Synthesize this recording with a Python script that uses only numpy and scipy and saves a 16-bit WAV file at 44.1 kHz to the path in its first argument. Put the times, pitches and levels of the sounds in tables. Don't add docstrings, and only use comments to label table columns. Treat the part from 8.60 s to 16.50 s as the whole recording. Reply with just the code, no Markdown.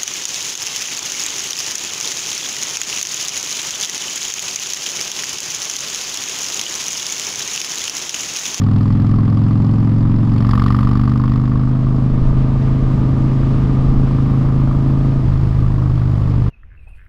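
import sys
import numpy as np
from scipy import signal
from scipy.fft import rfft, irfft
from scipy.io import wavfile
from scipy.ndimage import uniform_filter1d, minimum_filter1d

SR = 44100
rng = np.random.default_rng(int(sys.argv[2]) if len(sys.argv) > 2 else 0)


def dump(signal):
    limited = np.clip(np.atleast_2d(signal).T, -1, 1)
    pcm = np.round(limited * 32767).astype(np.int16)
    wavfile.write(sys.argv[1], SR, pcm)


def ratio(d):
    e = np.asarray(d, float) / 20
    return 10 ** e


N = 348390
TIME = np.arange(N) / SR

# (multiple of the cycle rate, level [dB])
PULL = [(1, -27), (2, -17), (3, -18), (4, -12), (5, 2), (6, -10), (7, -5), (8, -12.5), (9, -8.5),
        (10, -7.5), (11, -12), (12, -10), (13, -18.5), (14, -15.5), (15, -29.5), (16, -32.5)]
HARD = [(1, -27), (2, -9), (3, -10.5), (4, -9.5), (5, 0.5), (6, -9.5), (7, -15), (8, -12), (9, -6),
        (10, -11), (11, -12), (12, -15), (13, -30), (14, -27), (15, -47.5), (16, -33)]
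EASE = [(1, -13), (2, -10.5), (3, -15.5), (4, -10), (5, 1.5), (6, -8.5), (7, -15.5), (8, -13), (9, -8),
        (10, -10), (11, -17), (12, -17), (13, -37), (14, -41), (15, -31.5), (16, -31)]
CRUISE = [(1, -10.5), (2, -9.5), (3, -15), (4, -9.5), (5, 1.5), (6, -13.5), (7, -13.5), (8, -14), (9, -12),
          (10, -11), (11, -20.5), (12, -17.5), (13, -27), (14, -36.5), (15, -30.5), (16, -30.5)]
SHUT = [(1, -15), (2, -6.5), (3, -3.5), (4, -2), (5, 2.5), (6, -8.5), (7, -10), (8, -21), (9, -14.5),
        (10, -29), (11, -19.5), (12, -18), (13, -35.5), (14, -36.5), (15, -31), (16, -34)]

PIPE_PULL = (.086, 6.27, .22, .48, 11.5, 5.2, .134, .104, .423)
PIPE_HARD = (.047, 5.05, .3, 1., 7.2, 7.2, .78, .78, .4375)
PIPE_CRUISE = (.056, 5.29, .3, .3, 9., 2.4, .15, .03, .4375)
PIPE_SHUT = (.29, 4.5, 4., 1.1, 6.5, 3.8, -.57, -.57, .4375)

# (drone [dB], pipe-mouth crack [dB], gas puffs [dB], sizzle [dB])
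MIX_PULL = (-16, -42, -46.5, -72.5)
MIX_HARD = (-16.5, -43, -52, -75)
MIX_EASE = (-16.5, -40.5, -50, -75)
MIX_CRUISE = (-16.5, -50, -59, -76.5)
MIX_SHUT = (-18.5, -47, -50, -69.5)

LAG_PULL, LAG_HARD, LAG_CRUISE, LAG_SHUT = .02, -.025, 0., .27

# (time [s], drone strengths, pipe ringing, mix, blast lag [cycles])
HOLDS = [(1.7, PULL, PIPE_PULL, MIX_PULL, LAG_PULL),
         (1.9, HARD, PIPE_HARD, MIX_HARD, LAG_HARD),
         (2.4, HARD, PIPE_HARD, MIX_HARD, LAG_HARD),
         (3.0, EASE, PIPE_HARD, MIX_EASE, LAG_HARD),
         (3.8, CRUISE, PIPE_CRUISE, MIX_CRUISE, LAG_CRUISE),
         (6.6, CRUISE, PIPE_CRUISE, MIX_CRUISE, LAG_CRUISE),
         (6.69, SHUT, PIPE_SHUT, MIX_SHUT, LAG_SHUT)]


def curves(table):
    seconds, *columns = np.transpose(table)
    return [np.interp(TIME, seconds, column) for column in columns]


def held(column):
    return curves([(row[0], *np.atleast_1d(row[column])) for row in HOLDS])


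def unit(x):
    return x / np.sqrt(np.mean(x ** 2))


def walk(rate):
    hold = int(SR / rate)
    steps = np.repeat(rng.standard_normal(N // hold + 1), hold)
    return 1.3 * uniform_filter1d(uniform_filter1d(steps, hold), hold)[:N]


def coloured(spectrum):
    hz, db = np.transpose(spectrum)
    bins = np.maximum(np.arange(N // 2 + 1) * SR / N, 1)
    gain = ratio(np.interp(np.log(bins), np.log(hz), db, -90, -90))
    return unit(irfft(rfft(rng.standard_normal(N)) * gain, N))


def band(spectrum, lo, hi):
    sos = signal.butter(2, [lo, min(hi, 20000)], "band", fs=SR, output="sos")
    return signal.sosfilt(sos, coloured(spectrum))


def ring(x, hz, width_hz):
    return signal.lfilter(*signal.iirpeak(hz, hz / width_hz, SR), x)


def rush():
    # (frequency [Hz], level [dB per Hz])
    rush_spectrum = [(180, -28), (300, -3), (366, -12), (425, -9.5), (509, -13.5), (664, -17), (733, -17),
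                     (1000, -17.5), (1200, -19.5), (1420, -24.5), (4380, -38), (5080, -38.5), (6100, -45),
                     (7000, -46), (15700, -69)]
    edges = 170 * 3. ** np.arange(6)
    return sum(ratio(0.48 * walk(3) + 0.73 * walk(25)) * band(rush_spectrum, lo, hi)
               for lo, hi in zip(edges, edges[1:]))


def wind(hz):
    # (frequency [Hz], level [dB per Hz])
    thump_spectrum = [(1.5, -22), (3, -3), (16, 1), (40, 2.5), (65, -10.5), (100, -29.5)]
    # (frequency [Hz], level [dB per Hz])
    flutter_spectrum = [(35, -16), (55, -8.5), (90, -4), (150, -4.5), (250, -10.5), (400, -19), (700, -40)]
    # (time [s], level [dB])
    headwind = [
        (0, 0.5),
        (2.0, 0.5),
        (2.7, -3),
        (3.5, -0.5),
        (4.8, 2.5),
        (6.0, 0.5),
        (7.3, -1),
        (7.9, 0.5),
    ]
    # (time [s], level above the steady wind [dB], length [s])
    gusts = [(.53, 1.5, .1), (1.547, 5.5, 0.24), (3.22, 3.5, 0.063), (3.67, 7.5, 0.12), (4.303, 3.5, 0.088),
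             (4.6, 2.5, 0.15), (5.027, 5, .1), (5.324, 7, 0.11), (5.88, 2, 0.074), (6.4, 4, 0.14),
             (6.854, 2, .12), (7.113, 6.5, .12), (7.748, 5.5, 0.1)]
    faster = hz - 26.5
    head_db, = curves(headwind)
    gust_db = sum(db * np.exp(-((TIME - s) / length) ** 2) for s, db, length in gusts)
    thump_db = -23.5 + 0.75 * faster + gust_db + 1.3 * walk(8.9)
    flutter_db = -25.5 + 0.87 * faster + head_db + 0.39 * gust_db + walk(4.2)
    rush_db = -34 + 0.67 * faster + head_db
    thump = ratio(thump_db) * coloured(thump_spectrum)
    flutter = ratio(flutter_db) * coloured(flutter_spectrum)
    return thump + flutter + ratio(rush_db) * rush()


def whine(cycles):
    # (multiple of the cycle rate, level while pulling [dB], level at cruise [dB])
    gear_lines = [(17, -47, -50), (18, -52, -50), (20, -46.5, -50), (22, -55, -47.5), (23, -51, -49),
                  (25, -55, -44.5), (26, -48, -52), (30, -57.5, -49.5), (35, -51.5, -54), (37, -49, -52),
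                  (42, -51, -57), (45, -57, -48), (46, -54, -49)]
    fast = np.interp(TIME, [2.8, 3.8], [0, 1])
    lines = 0
    for k, slow_db, fast_db in gear_lines:
        level = ratio(slow_db + fast * (fast_db - slow_db) + 1.5 * walk(3))
        lines = lines + level * np.cos(2 * np.pi * k * cycles + .7 * walk(2))
    return np.sqrt(2) * lines * ratio(np.interp(TIME, [6.6, 6.7], [-1.5, -8]))


def firings(cycles, hz, rear_db, scatter_db):
    rear_lag = 315 / 720
    for lag, db in ((0, 0), (rear_lag, rear_db)):
        own = cycles - lag + 2
        burns_db = db + scatter_db * rng.standard_normal(300)
        yield own % 1 / hz, ratio(burns_db[own.astype(int)])


def kick(cycles, hz, rear_db, scatter_db):
    return sum(size * np.exp(-((since - .0006) / .0002) ** 2)
               for since, size in firings(cycles, hz, rear_db, scatter_db))


def knock(cycles, hz):
    raps = kick(cycles, hz, rear_db=-5, scatter_db=1.5)
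    return unit(ring(ring(raps, 720, 450), 720, 450))


def puffs(cycles, hz, spectrum, edges, fade_s, scatter_db):
    out = 0
    for lo, hi in zip(edges, edges[1:]):
        gate = sum(size * (since / fade_s) * np.exp(-since / fade_s)
                   for since, size in firings(cycles, hz, 0, scatter_db))
        out = out + gate * band(spectrum, lo, hi)
    return unit(out)


def sizzle(blast, hz):
    # (frequency [Hz], level [dB per Hz])
    sizzle_spectrum = [(7000, -8.5), (8800, -5.5), (10200, 4), (10900, -1.5), (11600, 0.5), (13500, -3),
                       (15500, 2), (15900, -39.5)]
    edges = (7000, 9800, 12500, 15800)
    return puffs(blast, hz, sizzle_spectrum, edges, fade_s=.004, scatter_db=1.8)


def gas(blast, hz):
    # (frequency [Hz], level [dB per Hz])
    gas_spectrum = [(500, -27.5), (800, -9), (1200, -16.5), (1480, -22.5), (1800, -12.5), (2300, -23.5),
                    (3000, -22.5), (4000, -26), (4600, -22.5), (5250, -25.5), (5800, -41.5), (6900, -37.5),
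                    (8500, -46), (9500, -71)]
    edges = (400, 1500, 2400, 3600, 9600)
    return puffs(blast, hz, gas_spectrum, edges, fade_s=0.0026, scatter_db=2.0)


def crack(cycles, hz):
    kicks = kick(cycles + .002 * walk(25), hz, rear_db=-10, scatter_db=.8)
    first = ring(ring(kicks, 1110, 400), 1260, 400)
    swings = first + ratio(4) * ring(first, 1175, 150)
    gate = sum(size * (1 - np.exp(-since / 0.0039)) * np.exp(-since / 0.0098)
               for since, size in firings(cycles, hz, rear_db=-9.5, scatter_db=2.5))
    rasp = gate * ring(ring(rng.standard_normal(N), 1130, 330), 1130, 330)
    return unit(swings), unit(rasp)


def pipe_timing(k, lag, boom, boom_width, boom_front, bark, bark_width, bark_front, bark_rear, rear_lag):
    rear = np.exp(-2j * np.pi * k * rear_lag)
    low, high = (1j * k * width / (peak * peak - k * k + 1j * k * width)
                 for peak, width in ((boom, boom_width), (bark, bark_width)))
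    pipes = low * (boom_front + rear) + high * (bark_front + bark_rear * rear)
    both = -np.exp(-2j * np.pi * k * lag) * pipes
    return both / abs(both)


def drone(cycles, level_db, wobble_db=0.2):
    when = [row[0] for row in HOLDS]
    rough = ratio(4 * (TIME > HOLDS[-1][0]))
    out = 0
    for i, (k, _) in enumerate(PULL):
        db = np.interp(TIME, when, [row[1][i][1] for row in HOLDS])
        timing = np.interp(TIME, when, [pipe_timing(k, *row[2]) for row in HOLDS])
        level = ratio(db + wobble_db * rough * walk(14))
        out = out + level * np.cos(2 * np.pi * k * cycles + np.angle(timing))
    return np.sqrt(2) * out * ratio(level_db)


def scene():
    # (time [s], four-stroke cycle rate [Hz])
    speed = [(0, 20.61), (.5, 21.39), (1.5, 22.43), (1.8, 22.85), (2.1, 23.73), (2.4, 24.45), (2.8, 25.21),
             (3.2, 25.78), (3.6, 26.12), (4.2, 26.34), (4.8, 26.47), (6, 26.6), (6.5, 26.97), (6.6, 26.8),
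             (6.74, 26.22), (6.9, 26.19), (7.2, 25.54), (7.9, 24.26)]
    # (time [s], level [dB])
    effort = [(0, 1), (.4, 0), (1, -2), (1.65, -4.5), (1.8, 6), (1.95, 16.5), (2.2, 12.5), (2.5, 7.5),
              (2.77, 5), (2.82, 0.5), (3.2, -3), (3.8, -3.5), (4.4, -3), (5.4, 4), (6.2, 6), (6.55, -1),
              (6.65, -5), (6.72, -1.5)]
    hz, = curves(speed)
    effort_db, = curves(effort)
    cycles = -.2957 + np.cumsum(hz) / SR
    blast = cycles - held(4)[0]
    effort_share = np.array([[0.1], [1], [.95], [0.95]])
    drone_db, crack_db, gas_db, sizzle_db = held(3) + effort_db * effort_share
    knock_db = -46 + 0.11 * effort_db + drone_db - MIX_PULL[0]

    swings, rasp = crack(blast, hz)
    bark = ratio(crack_db) * swings + ratio(.28 * crack_db - 29.5) * rasp
    mix = wind(hz) + whine(cycles) + ratio(knock_db) * knock(blast, hz)
    mix = mix + ratio(sizzle_db) * sizzle(blast, hz) + ratio(gas_db + 2) * gas(blast, hz)
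    return (mix + bark + drone(cycles, drone_db))[None]


def top_cut(x):
    return signal.sosfilt(signal.butter(12, 15820, fs=SR, output="sos"), x)


def record(dry):
    ceiling, span = .81, 441
    room = minimum_filter1d(np.minimum(1, ceiling / (abs(dry) + 1e-9)), size=span)
    fade = np.minimum(1, (N / SR - TIME) / .012)
    return top_cut(dry * fade * uniform_filter1d(room, size=span))


dry = scene()
out = record(dry)
dump(out)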